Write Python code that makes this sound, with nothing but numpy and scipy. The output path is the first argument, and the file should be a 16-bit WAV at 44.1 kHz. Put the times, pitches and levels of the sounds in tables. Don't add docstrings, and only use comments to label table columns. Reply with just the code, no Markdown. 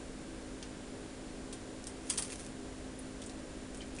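import sys
import numpy as np
from scipy import signal
from scipy.fft import rfft, irfft, next_fast_len
from scipy.io import wavfile
from scipy.ndimage import map_coordinates

SR = 44100
rng = np.random.default_rng(int(sys.argv[2]) if len(sys.argv) > 2 else 0)


def wrap_up_sound(samples):
    columns = np.atleast_2d(samples).T
    tamed = np.clip(columns, -1, 1)
    steps = np.round(tamed * 32767).astype(np.int16)
    wavfile.write(sys.argv[1], SR, steps)


N = 176400
TOP_HZ = 10800


def amp(db):
    return 10 ** (np.asarray(db) / 20)


def unit_rms(x):
    return x / np.sqrt(np.mean(x ** 2) + 1e-20)


def unit_energy(x):
    return x / (np.linalg.norm(x) + 1e-20)


def curve(points, hz):
    freq_hz, values = np.transpose(points)
    return np.interp(np.log(hz + 1), np.log(freq_hz + 1), values)


def resonance(centre_hz, width_oct):
    return lambda hz: -20 * np.log10(1 + (np.log2((hz + 1) / centre_hz) / width_oct) ** 2 / 2)


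def wobble(rate_hz):
    knots = rng.standard_normal(int(N * rate_hz / SR) + 4)
    return map_coordinates(knots, [np.arange(N) * rate_hz / SR])


def add(track, start_s, x):
    part = track[round(start_s * SR):][:len(x)]
    part += x[:len(part)]


def coloured(x, db_at):
    size = 2 * next_fast_len(len(x))
    hz = np.fft.rfftfreq(size, 1 / SR)
    gain = amp(db_at(hz)) / (1 + (hz / TOP_HZ) ** 30)
    cepstrum = irfft(np.log(gain + 1e-5))
    cepstrum[1:size // 2] *= 2
    cepstrum[size // 2 + 1:] = 0
    return irfft(rfft(x, size) * np.exp(rfft(cepstrum)))[:len(x)]


def crack(decay_s, db_at, size=2048):
    burst = rng.standard_normal(size) * np.exp(-np.arange(size) / SR / decay_s)
    spectrum = rfft(burst, 2 * size)
    evened = irfft(spectrum / np.sqrt(np.abs(spectrum) + 1e-9))[:size]
    return unit_energy(coloured(evened, db_at))


# shaft_multiple, level_db
MOTOR_ORDERS = [(1, -60.5), (3, -69), (4, -60.5), (5, -52), (6, -58.5), (9, -70), (10, -64), (11, -64.5),
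                (12, -71.5), (14, -69), (30, -72.5), (31, -75), (37.4, -80)]
# pitch_hz, level_db, wander_rad
STEADY_TONES = [(328.2, -61.5, .4), (403.6, -61, 1), (473, -73, 0.82), (669, -74.5, 0.34)]
# freq_hz, gain_db
AIR_COLOUR = [(5, -4), (30, 2), (55, 1.5), (75, -2.5), (200, -4), (235, -2.5), (290, -5.5), (320, -1.5),
              (360, -6), (400, -1.5), (450, -5.5), (600, -9), (800, -13.5), (1300, -17), (1600, -17),
              (2300, -19.5), (4000, -22), (7300, -24.5), (9000, -23), (10500, -25.5)]


def appliance(shaft_hz=52.12, drift_rad=0.072, flutter=0.091, air_db=-48):
    whine_hz, whine_db, whine_wander_rad = 7140, -69.5, 0.17
    t = np.arange(N) / SR
    shaft_rad = 2 * np.pi * shaft_hz * t + drift_rad * wobble(1.995)
    partials = [(multiple * shaft_rad, level_db) for multiple, level_db in MOTOR_ORDERS]
    for pitch_hz, level_db, wander_rad in [*STEADY_TONES, (whine_hz, whine_db, whine_wander_rad)]:
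        partials.append((2 * np.pi * pitch_hz * t + wander_rad * wobble(9), level_db))
    hum = np.zeros(N)
    for phase_rad, level_db in partials:
        envelope = np.sqrt(2) * amp(level_db) * (1 + flutter * wobble(8))
        hum += envelope * np.sin(phase_rad + 2 * np.pi * rng.random())
    air = coloured(rng.standard_normal(N), lambda hz: curve(AIR_COLOUR, hz))
    return hum + amp(air_db) * unit_rms(air)


# delay_s, gain
REFLECTIONS = [(.0037, 0.2), (.0063, 0.35), (.0088, .2), (0.0127, 0.19)]
# freq_hz, t60_s
ROOM_DECAY = [(300, 0.8), (3000, 0.2), (10000, 0.16)]


def in_kitchen(x, wet=1, tail_db=-3.5, scatter_db=-3, scatter_decay_s=0.0052):
    hz, frame_s, spectra = signal.stft(rng.standard_normal(SR // 3), SR, nperseg=256)
    fade = amp(-60 * frame_s / curve(ROOM_DECAY, hz)[:, None])
    tail = signal.istft(spectra * fade, SR, nperseg=256)[1]
    t = np.arange(len(tail)) / SR
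    onset = 1 - np.exp(-t / 0.003)
    scatter = rng.standard_normal(len(t)) * np.exp(-t / scatter_decay_s)
    response = amp(tail_db) * unit_energy(tail * onset) + amp(scatter_db) * unit_energy(scatter * onset)
    for delay_s, gain in REFLECTIONS:
        response[round(delay_s * SR)] += gain
    out = wet * signal.fftconvolve(x, response)
    add(out, 0, x)
    return out


# start_s, level_db
CLACKS = [(0.627, -26), (0.6271, -22.5)]
# freq_hz, gain_db
CLACK_COLOUR = [(500, -24), (1300, -6), (1900, -4), (2500, -7), (3400, 2), (3900, -8), (5000, 1.5),
                (6300, -1.5), (7400, -13), (8500, -3), (10500, -17)]


def scissors_open(decay_s=0.002):
    out = np.zeros(N)
    for start_s, level_db in CLACKS:
        clack = crack(decay_s, lambda hz: curve(CLACK_COLOUR, hz))
        add(out, start_s, amp(level_db) * in_kitchen(clack))
    return out


# start_s, level_db, decay_s, tilt_db_per_oct
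SNIPS = [(1.5265, -24.5, 0.0024, -0.5), (1.5295, -22, 0.0025, 2), (1.8695, -18.5, 0.0014, 7),
         (2.097, -18, 0.0015, 1), (2.1001, -6.5, 0.001, 7), (2.103, -13, 0.00062, 1.5),
         (2.1057, -16, .0007, -1), (2.1753, -17, 0.0013, 0.5), (2.1786, -9, 0.0018, 6),
         (2.183, -14, .003, 9.5), (2.187, -15.5, 0.0035, -3.5), (2.1915, -16.5, 0.0054, 7),
         (2.2232, -12.5, 0.0021, 4)]
# freq_hz, gain_db
BLADE_COLOUR = [(200, -31), (600, -18), (1000, -6.5), (1700, -10.5), (3300, -5.5), (4100, -7), (5500, -4.5),
                (7200, -6), (8100, -2), (9600, -0.5), (11000, -12)]
BLADE_MODES_HZ = [3203, 3520, 4923, 5222, 5890, 7967, 8307, 8920, 9092, 9236, 9740, 9860]
# gain_db, t60_s
BLADE_RING = [(-2, 0.17), (-7, .12), (-3, 0.073), (-6, .08), (-5, 0.14), (-6, .25), (-8, 0.1), (2, 0.17),
              (-5, 0.18), (-3, .12), (0.5, .15), (-13, .2)]


def scissors_cut(ring_db=-10, spread_db=2):
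    out, t = np.zeros(N), np.arange(SR // 4) / SR
    pitch_hz, gain_db, t60_s = np.column_stack([BLADE_MODES_HZ, BLADE_RING]).T[:, :, None]
    for start_s, level_db, decay_s, tilt in SNIPS:
        struck_db = gain_db + tilt * np.log2(pitch_hz) + rng.normal(0, spread_db, pitch_hz.shape)
        modes = np.sin(2 * np.pi * (pitch_hz * t + rng.random(pitch_hz.shape)))
        ring = np.sum(amp(struck_db - 60 * t / t60_s) * modes, axis=0)
        snip = amp(ring_db) * unit_energy(ring)
        add(snip, 0, crack(decay_s, lambda hz: curve(BLADE_COLOUR, hz) + tilt * np.log2(1 + hz / 1000)))
        add(out, start_s, amp(level_db) * in_kitchen(snip))
    return out


def blade_bite(start_s=1.8418, level_db=-23.5, decay_s=0.00046):
    out = np.zeros(N)
    add(out, start_s, amp(level_db) * crack(decay_s, resonance(centre_hz=6700, width_oct=0.41)))
    return out


# start_s, level_db
GRISTLE_TICKS = [(2.0696, -33), (2.2823, -29), (2.302, -24), (2.3202, -34), (2.33, -21), (2.358, -23),
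                 (2.4478, -30.5), (2.4647, -25.5)]
# peak_s, rise_s, fall_s, level_db
CRUNCHES = [(2.135, 0.052, 0.047, -46.5), (2.25, 0.018, .03, -51), (2.325, 0.02, 0.018, -44),
            (2.40, 0.016, 0.059, -51)]
# freq_hz, gain_db
GRISTLE_COLOUR = [(300, -15), (1000, -9), (2200, -2), (4200, -4.5), (6300, 0), (7600, -2), (9500, 3.5),
                  (11000, -2)]


def gristle(tick_decay_s=0.00076, grain_db=3.0):
    ticks, swells, t = np.zeros(N), np.zeros(N), np.arange(N) / SR
    colour = lambda hz: curve(GRISTLE_COLOUR, hz)
    for start_s, level_db in GRISTLE_TICKS:
        add(ticks, start_s, amp(level_db) * crack(tick_decay_s, colour))
    for peak_s, rise_s, fall_s, level_db in CRUNCHES:
        swells += amp(level_db) * np.exp(-np.maximum((peak_s - t) / rise_s, (t - peak_s) / fall_s))
    grains = rng.standard_normal(N) * amp(grain_db * wobble(500))
    return ticks + swells * unit_rms(coloured(grains, colour))


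# start_s, level_db, centre_hz, width_oct
CRINKLES = [(2.989, -26.5, 9900, .12), (2.994, -33, 9850, .12), (3.2183, -25.5, 5500, 1),
            (3.221, -28.5, 3370, 0.092), (3.238, -29, 6500, .6), (3.262, -24.5, 8200, 0.2),
            (3.296, -26.5, 4850, 0.98), (3.7462, -28, 6000, 1), (3.772, -28, 8400, 0.18),
            (3.817, -28.5, 4500, 0.31), (3.95, -33, 9400, .06), (3.964, -29, 7000, 0.81),
            (3.987, -27.5, 7500, 0.93)]


def plastic_bag(decay_s=0.002):
    out = np.zeros(N)
    for start_s, level_db, centre_hz, width_oct in CRINKLES:
        add(out, start_s, amp(level_db) * crack(decay_s, resonance(centre_hz, width_oct)))
    return out


# start_s, level_db, pitch_hz
PLINKS = [(3.807, -26, 3090), (3.819, -30, 2300), (3.9862, -24, 2480)]


def sink_plinks(decay_s=0.0025):
    out, t = np.zeros(N), np.arange(SR // 10) / SR
    for start_s, level_db, pitch_hz in PLINKS:
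        tone = np.sin(2 * np.pi * pitch_hz * t) * np.exp(-t / decay_s)
        add(out, start_s, amp(level_db) * unit_energy(tone))
    return out


def scene():
    scissors = scissors_open() + scissors_cut() + blade_bite()
    crinkles_and_plinks = in_kitchen(plastic_bag() + sink_plinks())[:N]
    crunch = in_kitchen(gristle(), wet=0.34)[:N]
    return (appliance() + scissors + crunch + crinkles_and_plinks)[None]


def record(dry):
    size = next_fast_len(N + SR // 2)
    hz = np.fft.rfftfreq(size, 1 / SR)
    gain_db = np.interp(hz - TOP_HZ, [-400, 0, 200, 500, 1400], [0, -4, -14, -30, -70])
    return irfft(rfft(dry, size) * amp(gain_db), size)[..., :N]


dry = scene()
out = record(dry)
wrap_up_sound(out)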